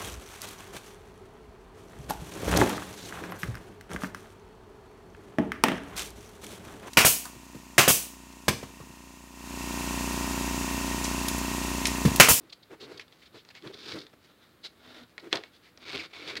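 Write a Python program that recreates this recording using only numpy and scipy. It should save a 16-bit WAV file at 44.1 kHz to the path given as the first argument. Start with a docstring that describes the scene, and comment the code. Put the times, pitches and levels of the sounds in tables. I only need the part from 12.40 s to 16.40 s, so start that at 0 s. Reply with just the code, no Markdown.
"""A leather shoe is stitched by hand, close by, in a small quiet room.
First fingers rub the leather while needle and thread scuff and tick. At 1.3 s a quick pull rasps
through a punched hole and makes the hollow upper rumble; a slow pull follows, with a tug and a hum.
Near 2.9 s the caught thread snaps free, the loudest moment. From 3.4 s a second thread is hauled
through, crackling and squeaking, and drawn tight with one last snap."""
import sys
import numpy as np
from scipy import signal
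from scipy.fft import rfft, irfft, next_fast_len
from scipy.io import wavfile

SR = 44100
rng = np.random.default_rng(int(sys.argv[2]) if len(sys.argv) > 2 else 0)


def inscribe(sig):
    """Save sig as 16-bit PCM at rate SR to the path in sys.argv[1].

    A 1-D sig is mono; a 2-D sig holds one channel per row.
    Samples are clipped to [-1, 1] before scaling.
    """
    pcm = np.round(np.clip(np.atleast_2d(sig).T, -1, 1) * 32767)
    wavfile.write(sys.argv[1], SR, pcm.astype(np.int16))


N = 176400
TIME = np.arange(N) / SR


def from_db(db):
    """Decibels to gain."""
    return 10 ** (np.asarray(db) / 20)


def rms_one(x):
    """Scale to an rms of one."""
    return x / np.sqrt(np.mean(x ** 2) + 1e-20)


def drift(rate_hz):
    """A random wobble that glides to a new value rate_hz times a second."""
    knots = rng.standard_normal(4096)
    return np.interp(TIME * rate_hz, np.arange(len(knots)), knots)


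def colour(x, spectrum):
    """Minimum-phase EQ through the given (Hz, dB) points."""
    size = 2 * next_fast_len(len(x) // 2 + 2048)
    hz, db = np.transpose(spectrum)
    bins = np.maximum(np.arange(size // 2 + 1) * SR / size, 1)
    gain = from_db(np.interp(np.log(bins), np.log(hz), db))
    cepstrum = irfft(np.log(gain))
    cepstrum[1:size // 2] *= 2
    cepstrum[size // 2 + 1:] = 0
    return irfft(rfft(x, size) * np.exp(rfft(cepstrum)))[:len(x)]


def resonate(x, hz, width_hz):
    """One resonance with unity gain at its peak."""
    r = np.exp(-np.pi * width_hz / SR)
    poles = [1, -2 * r * np.cos(2 * np.pi * hz / SR), r * r]
    return signal.lfilter(np.array([1, 0, -1]) * (1 - r * r) / 2, poles, x + 1e-18)


def roll_off(x, order, hz, kind):
    """Butterworth low-, high- or band-pass."""
    return signal.sosfilt(signal.butter(order, hz, kind, fs=SR, output="sos"), x)


def place(out, s, peak_db, x):
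    """Drop a hit into out at time s, scaled to the given peak."""
    start = int(s * SR)
    out[start:start + len(x)] += from_db(peak_db) * x[:N - start] / np.abs(x).max()


def friction(slips_per_s, spread_db, hiss_db):
    """Fibres catch and slip at random, over a smooth sliding hiss."""
    sizes = from_db(spread_db * np.minimum(rng.exponential(1, N), 3)) * rng.choice([-1, 1], N)
    slips = rms_one(sizes * (rng.random(N) < slips_per_s / SR))
    return rms_one(slips + from_db(hiss_db) * rng.standard_normal(N))


def strokes(rows, source, width_hz, broad_db, rise_share=0.49, skirt_db=19.5):
    """Each stroke of friction swells and fades, ringing at its own pitch over some broadband bleed."""
    out = np.zeros(N)
    for s, length, db, hz in rows:
        rise, fall = length * rise_share, length * (1 - rise_share)
        span = slice(max(int((s - 2 * rise) * SR), 0), int((s + 2 * fall) * SR))
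        t, grain = TIME[span] - s, source[span]
        swell = from_db(-skirt_db * np.abs(t / np.where(t < 0, rise, fall)) ** 2.57)
        stroke = swell * (resonate(grain, hz, width_hz) + from_db(broad_db) * grain)
        out[span] += from_db(db) * rms_one(stroke) * np.sqrt(np.mean(swell ** 2))
    return out


# The dark tone of the room. Each row: frequency in Hz, gain in dB.
AIR_EQ = [(29, -22), (50, 1), (103, 4.5), (321, 5), (863, -6), (1350, -3.5), (2950, -11.5), (3950, -9),
          (5670, -20), (15000, -20)]


def room_tone():
    """Still air lays a soft, steady bed of noise."""
    return from_db(-62) * rms_one(colour(rng.standard_normal(N), AIR_EQ))


def room_reverb(x, t60_s=0.17, wet_db=-15):
    """Near walls return a faint, short tail."""
    t = TIME[:SR // 2]
    tail = rng.standard_normal(len(t)) * from_db(-60 * t / t60_s) * (t > .005)
    return from_db(wet_db) * signal.fftconvolve(x, tail / np.sqrt(np.sum(tail ** 2)))[:N]


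# The ring that every contact shares. Each row: frequency in Hz, mix level in dB.
SHOE_MODES = [(324, -9), (429, -6), (857, -27), (1032, -24), (2211, 1.5), (3406, -20)]


def shoe_ring(x):
    """The shoe and its surroundings ring briefly at their own modes."""
    return from_db(-1) * (x + sum(from_db(db) * resonate(x, hz, width_hz=20) for hz, db in SHOE_MODES))


# The bright tone of touched leather, for rustle, scuffs, squeaks and snaps.
# Each row: frequency in Hz, gain in dB.
CONTACT_EQ = [(100, -26.5), (400, -1), (1000, -7.5), (2000, -0.5), (2800, -1.5), (4500, 1), (5700, -7.5),
              (7500, -13.5), (10000, -22.5), (16000, -29)]


def hand_rustle():
    """The hands keep up a faint, restless rustle on the leather."""
    grain = colour(friction(slips_per_s=460, spread_db=3, hiss_db=-5), CONTACT_EQ)
    return rms_one(grain) * from_db(-73 - 6.5 * drift(24.8))


# The dull tone of skin on leather. 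Each row: frequency in Hz, gain in dB.
SKIN_EQ = [(45, -28), (120, -5.5), (380, -5.5), (750, -11), (1500, -11), (2600, -16.5), (16000, -43.5)]
# Low finger rubs. Each row: peak time in seconds, length in seconds, level in dB, ring in Hz.
RUBS = [(.03, 0.17, -59, 320), (.328, 0.066, -44.5, 397), (.429, 0.075, -47.5, 394), (.515, 0.17, -48, 382),
        (.521, 0.016, -49.5, 410), (.598, 0.028, -53.5, 382), (.961, 0.057, -48.5, 400),
        (1.262, 0.08, -44, 345), (1.268, 0.05, -50, 120), (1.307, 0.031, -43.5, 407),
        (1.485, 0.064, -51, 90), (1.567, 0.051, -38.5, 325), (1.739, 0.02, -51.5, 328),
        (2.858, 0.081, -44, 350), (2.949, 0.048, -34.5, 368), (2.995, 0.054, -47, 396),
        (3.557, 0.043, -41, 365)]


def finger_rubs():
    """Fingers rub and flex the hollow upper, which answers with a low, narrow ring."""
    skin = colour(friction(slips_per_s=1200, spread_db=-2, hiss_db=-4), SKIN_EQ)
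    return strokes(RUBS, skin, width_hz=66, broad_db=-11.5)


# Short, dry scuffs. Each row: peak time in seconds, length in seconds, level in dB, ring in Hz.
SCUFFS = [(.102, 0.017, -50.5, 3730), (.131, 0.019, -41, 4020), (.234, 0.017, -52.5, 3850),
          (.411, 0.026, -49.5, 3570), (.436, 0.068, -48.5, 3900), (.53, 0.11, -56.5, 4200),
          (.580, 0.015, -45, 4160), (.612, 0.038, -47.5, 1970), (.831, 0.036, -54.5, 2220),
          (.866, 0.038, -54.5, 3180), (.976, 0.1, -53.5, 3650), (1.109, 0.018, -49.5, 1950),
          (1.168, 0.061, -50, 2100), (1.269, 0.16, -58, 3480), (1.589, .01, -43, 4140),
          (1.619, 0.012, -45.5, 3770), (2.801, 0.016, -50, 4200), (3.045, 0.12, -58.5, 2280),
          (3.155, 0.071, -59, 3600), (3.262, 0.11, -58, 1990), (3.882, 0.021, -41, 3460),
          (3.972, 0.014, -36, 4500)]


def needle_scuffs(scrape):
    """Needle and thread brush across the leather."""
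    return strokes(SCUFFS, scrape, width_hz=1500, broad_db=-6)


# Tiny squeaks. Each row: peak time in seconds, length in seconds, level in dB, ring in Hz.
SQUEAKS = [(0.598, 0.0063, -39, 2230), (2.9216, 0.019, -45, 2150), (3.602, 0.032, -36, 2350),
           (3.973, 0.025, -36.5, 1900)]


def wax_squeaks(scrape, octave_db=-9.5):
    """Waxed thread squeaks as it tightens, with a weaker ring an octave up."""
    octaves = [(s, length, db + octave_db, 2 * hz) for s, length, db, hz in SQUEAKS]
    return strokes(SQUEAKS + octaves, scrape, width_hz=370, broad_db=-21)


# A sagging note late in the slow pull. Each row: time in seconds, level in dB, pitch in Hz.
HUM_CURVE = [(2.35, -88, 260), (2.48, -55.5, 251), (2.58, -66, 251), (2.632, -49, 238), (2.665, -72, 236)]


def thread_hum():
    """The hole bows the taut thread into a faint, wavering note."""
    s, db, hz = np.transpose(HUM_CURVE)
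    phase = 2 * np.pi * np.cumsum(np.interp(TIME, s, hz)) / SR + .5 * drift(50)
    gain = from_db(np.interp(TIME, s, db) + 2 * drift(50))
    return gain * rms_one(np.sin(phase)) * (TIME > s[0]) * (TIME < s[-1])


# Resonances of the taut thread. Each row: frequency in Hz, width in Hz, mix level in dB.
THREAD_MODES = [(1394, 65, 3.5), (3600, 62, -1.5), (3920, 62, -0.5), (4480, 90, -18)]


def taut_ring(x):
    """The stretched thread rings along with the friction."""
    return x + sum(from_db(db) * resonate(x, hz, width) for hz, width, db in THREAD_MODES)


# A zip in the slow pull. Each row: peak time in seconds, length in seconds, level in dB, ring in Hz.
TUGS = [(2.2565, 0.047, -38.5, 3950)]


def thread_tug(scrape):
    """A short tug zips the taut thread through."""
    return strokes(TUGS, taut_ring(scrape), width_hz=1500, broad_db=-6)


# Dry crackle in the hard pull. Each row: start in seconds, peak level in dB.
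CATCHES = [(3.5311, -27), (3.551, -23.5), (3.5535, -24), (3.5587, -22), (3.5716, -20), (3.5777, -21)]


def thread_catches(band_hz=(1910, 4570)):
    """The thread catches and slips in the tight hole, one dry click each time."""
    click, out = signal.unit_impulse(SR // 20) + 1e-18, np.zeros(N)
    for _ in range(2):
        click = roll_off(click, 2, band_hz, "band")
    for s, db in CATCHES:
        place(out, s, db, click)
    return out


# Thread snaps and needle ticks. Each row: start in seconds, peak level in dB, ring in Hz.
SNAPS = [(0.5968, -28.5, 2080), (0.6807, -44, 3600), (0.7249, -41, 3580), (1.05, -41, 6300),
         (1.089, -36.5, 4600), (1.152, -35.5, 6900), (1.2235, -40.5, 3330), (1.2743, -30.5, 3630),
         (1.3442, -33.5, 3900), (1.667, -36.5, 3720), (1.7307, -47, 900), (2.78, -26, 2100),
         (2.9283, -7, 3470), (2.956, -19.5, 5860), (2.9576, -19, 4400), (2.9713, -22, 3570),
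         (3.037, -29, 2040), (3.375, -36.5, 5700), (3.9553, -23.5, 2140)]


def thread_snaps(rebound_s=.00135, shiver_t60_s=0.033, thud_t60_s=0.17):
    """Caught thread lets go: a sharp kick and rebound, a duller shiver, a thud as the leather jolts."""
    out, t = np.zeros(N), TIME[:SR // 8]
    kick = np.zeros(len(t))
    kick[0], kick[int(rebound_s * SR)] = 1, -.85
    for s, db, hz in SNAPS:
        shiver, thud = rng.standard_normal((2, len(t)))
        release = kick + roll_off(shiver, 2, 5350, "low") * from_db(-22 - 60 * t / shiver_t60_s)
        thud = resonate(thud * from_db(-23 - 60 * t / thud_t60_s), hz=726, width_hz=435)
        ring, crack = resonate(release, hz, width_hz=820), from_db(-7) * release
        snap = colour(ring + crack + thud, CONTACT_EQ)
        place(out, s, db, roll_off(snap, 1, 7300, "low"))  # leather cushions the top end
    return out


def flaring_ring(x, flares_hz=(2320, 3540)):
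    """Two resonances flare independently as the thread shifts in the hole."""
    return x + sum(resonate(x, hz, width_hz=280) * from_db(-5 + 6 * drift(80)) for hz in flares_hz)


# The boxy body of the hollow upper. Each row: frequency in Hz, gain in dB.
UPPER_EQ = [(30, -27), (75, -2.5), (200, -7), (350, -5.5), (550, -7.5), (800, -34), (1350, -11),
            (2200, -11), (4500, -39), (8000, -33), (16000, -42)]


def pull(faders, rasp_eq, ringing, slips, uneven_db, upper_hz):
    """Thread runs through a hole: the same slips make the rasp and shake the upper."""
    s, rasp_db, rumble_db = np.transpose(faders)
    slips = slips * from_db(uneven_db * drift(170))
    rasp = rms_one(colour(ringing(slips), rasp_eq))
    body = colour(slips, UPPER_EQ)
    rumble = rms_one(resonate(body, upper_hz, width_hz=230) + from_db(-7.5) * body)
    rasp_gain = from_db(np.interp(TIME, s, rasp_db, left=-120, right=-120))
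    rumble_gain = from_db(np.interp(TIME, s, rumble_db, left=-120, right=-120))
    return rasp * rasp_gain + rumble * rumble_gain


# Fader moves for the four pulls. Each row: time in seconds, rasp level in dB, rumble level in dB.
QUICK_PULL = [(1.325, -55, -56), (1.365, -52, -53), (1.41, -50.5, -60), (1.468, -43.5, -51),
              (1.48, -40, -49), (1.512, -38, -51.5), (1.55, -45.5, -39), (1.62, -50.5, -53),
              (1.665, -64, -58)]
SLOW_PULL = [(1.79, -80, -89.5), (1.90, -61, -73), (1.956, -78, -88), (2.04, -58, -71), (2.11, -78, -78),
             (2.36, -72, -70), (2.44, -55.5, -62.5), (2.55, -51.5, -58.5), (2.64, -54.5, -57.5),
             (2.678, -92, -91)]
HARD_PULL = [(3.40, -62, -75), (3.44, -48, -55.5), (3.505, -39, -51.5), (3.55, -37.5, -41),
             (3.585, -45, -48), (3.642, -40.5, -52.5), (3.662, -48, -59), (3.69, -76, -65)]
TIGHTENING = [(3.70, -61, -72), (3.729, -57.5, -62), (3.736, -44.5, -60), (3.80, -47, -52),
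              (3.85, -46.5, -49.5), (3.903, -36, -47), (3.945, -49.5, -48.5), (3.98, -54, -47),
              (4.0, -69, -49)]
# The tone of each rasp; the tightening shares the hard one. Each row: frequency in Hz, gain in dB.
QUICK_EQ = [(410, -35), (700, -12.5), (1380, -6), (2400, -6.5), (3570, -3.5), (4610, -1), (5310, -7.5),
            (7130, -21), (15000, -40.5)]
SLOW_EQ = [(410, -34), (650, 2.5), (900, -3.5), (1900, -4.5), (2660, -6), (3600, -0.5), (4700, -7.5),
           (5600, -14), (9000, -28), (15000, -33)]
HARD_EQ = [(410, -39), (700, -6), (848, -11), (1150, -6.5), (1900, -8), (2250, -4), (3060, -8), (3660, -7),
           (4550, -6), (5040, -13), (7410, -25.5), (15000, -45.5)]


def thread_pulls():
    """The first thread is drawn quickly, then slowly; the second is hauled out, then tightened."""
    quick = pull(QUICK_PULL, QUICK_EQ, flaring_ring,
                 friction(slips_per_s=750, spread_db=2, hiss_db=-1.5), uneven_db=2.45, upper_hz=308)
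    slow = pull(SLOW_PULL, SLOW_EQ, taut_ring,
                friction(slips_per_s=4300, spread_db=2.5, hiss_db=-1.5), uneven_db=2, upper_hz=326)
    hard = pull(HARD_PULL, HARD_EQ, flaring_ring,
                friction(slips_per_s=1300, spread_db=3, hiss_db=-9.5), uneven_db=1.5, upper_hz=350)
    tight = pull(TIGHTENING, HARD_EQ, flaring_ring,
                 friction(slips_per_s=2700, spread_db=5, hiss_db=-3), uneven_db=0, upper_hz=357)
    return quick + slow + hard + tight


def scene():
    """All the handwork rings through the shoe and sits in the quiet room, in mono."""
    pulls = thread_pulls()
    scrape = colour(friction(slips_per_s=1600, spread_db=0.5, hiss_db=4), CONTACT_EQ)
    scrapes = needle_scuffs(scrape) + thread_tug(scrape) + wax_squeaks(scrape)
    hands = finger_rubs() + hand_rustle()
    work = shoe_ring(pulls + scrapes + hands + thread_hum() + thread_catches() + thread_snaps())
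    return (room_tone() + work + room_reverb(work))[None]


def record(dry, low_cut_hz=28, high_cut_hz=15800):
    """The microphone loses the deep bass; the top is cut steeply."""
    thin = roll_off(dry, 2, low_cut_hz, "high")
    return signal.sosfilt(signal.ellip(10, .1, 70, high_cut_hz, fs=SR, output="sos"), thin)


dry = scene()
out = record(dry)
inscribe(out)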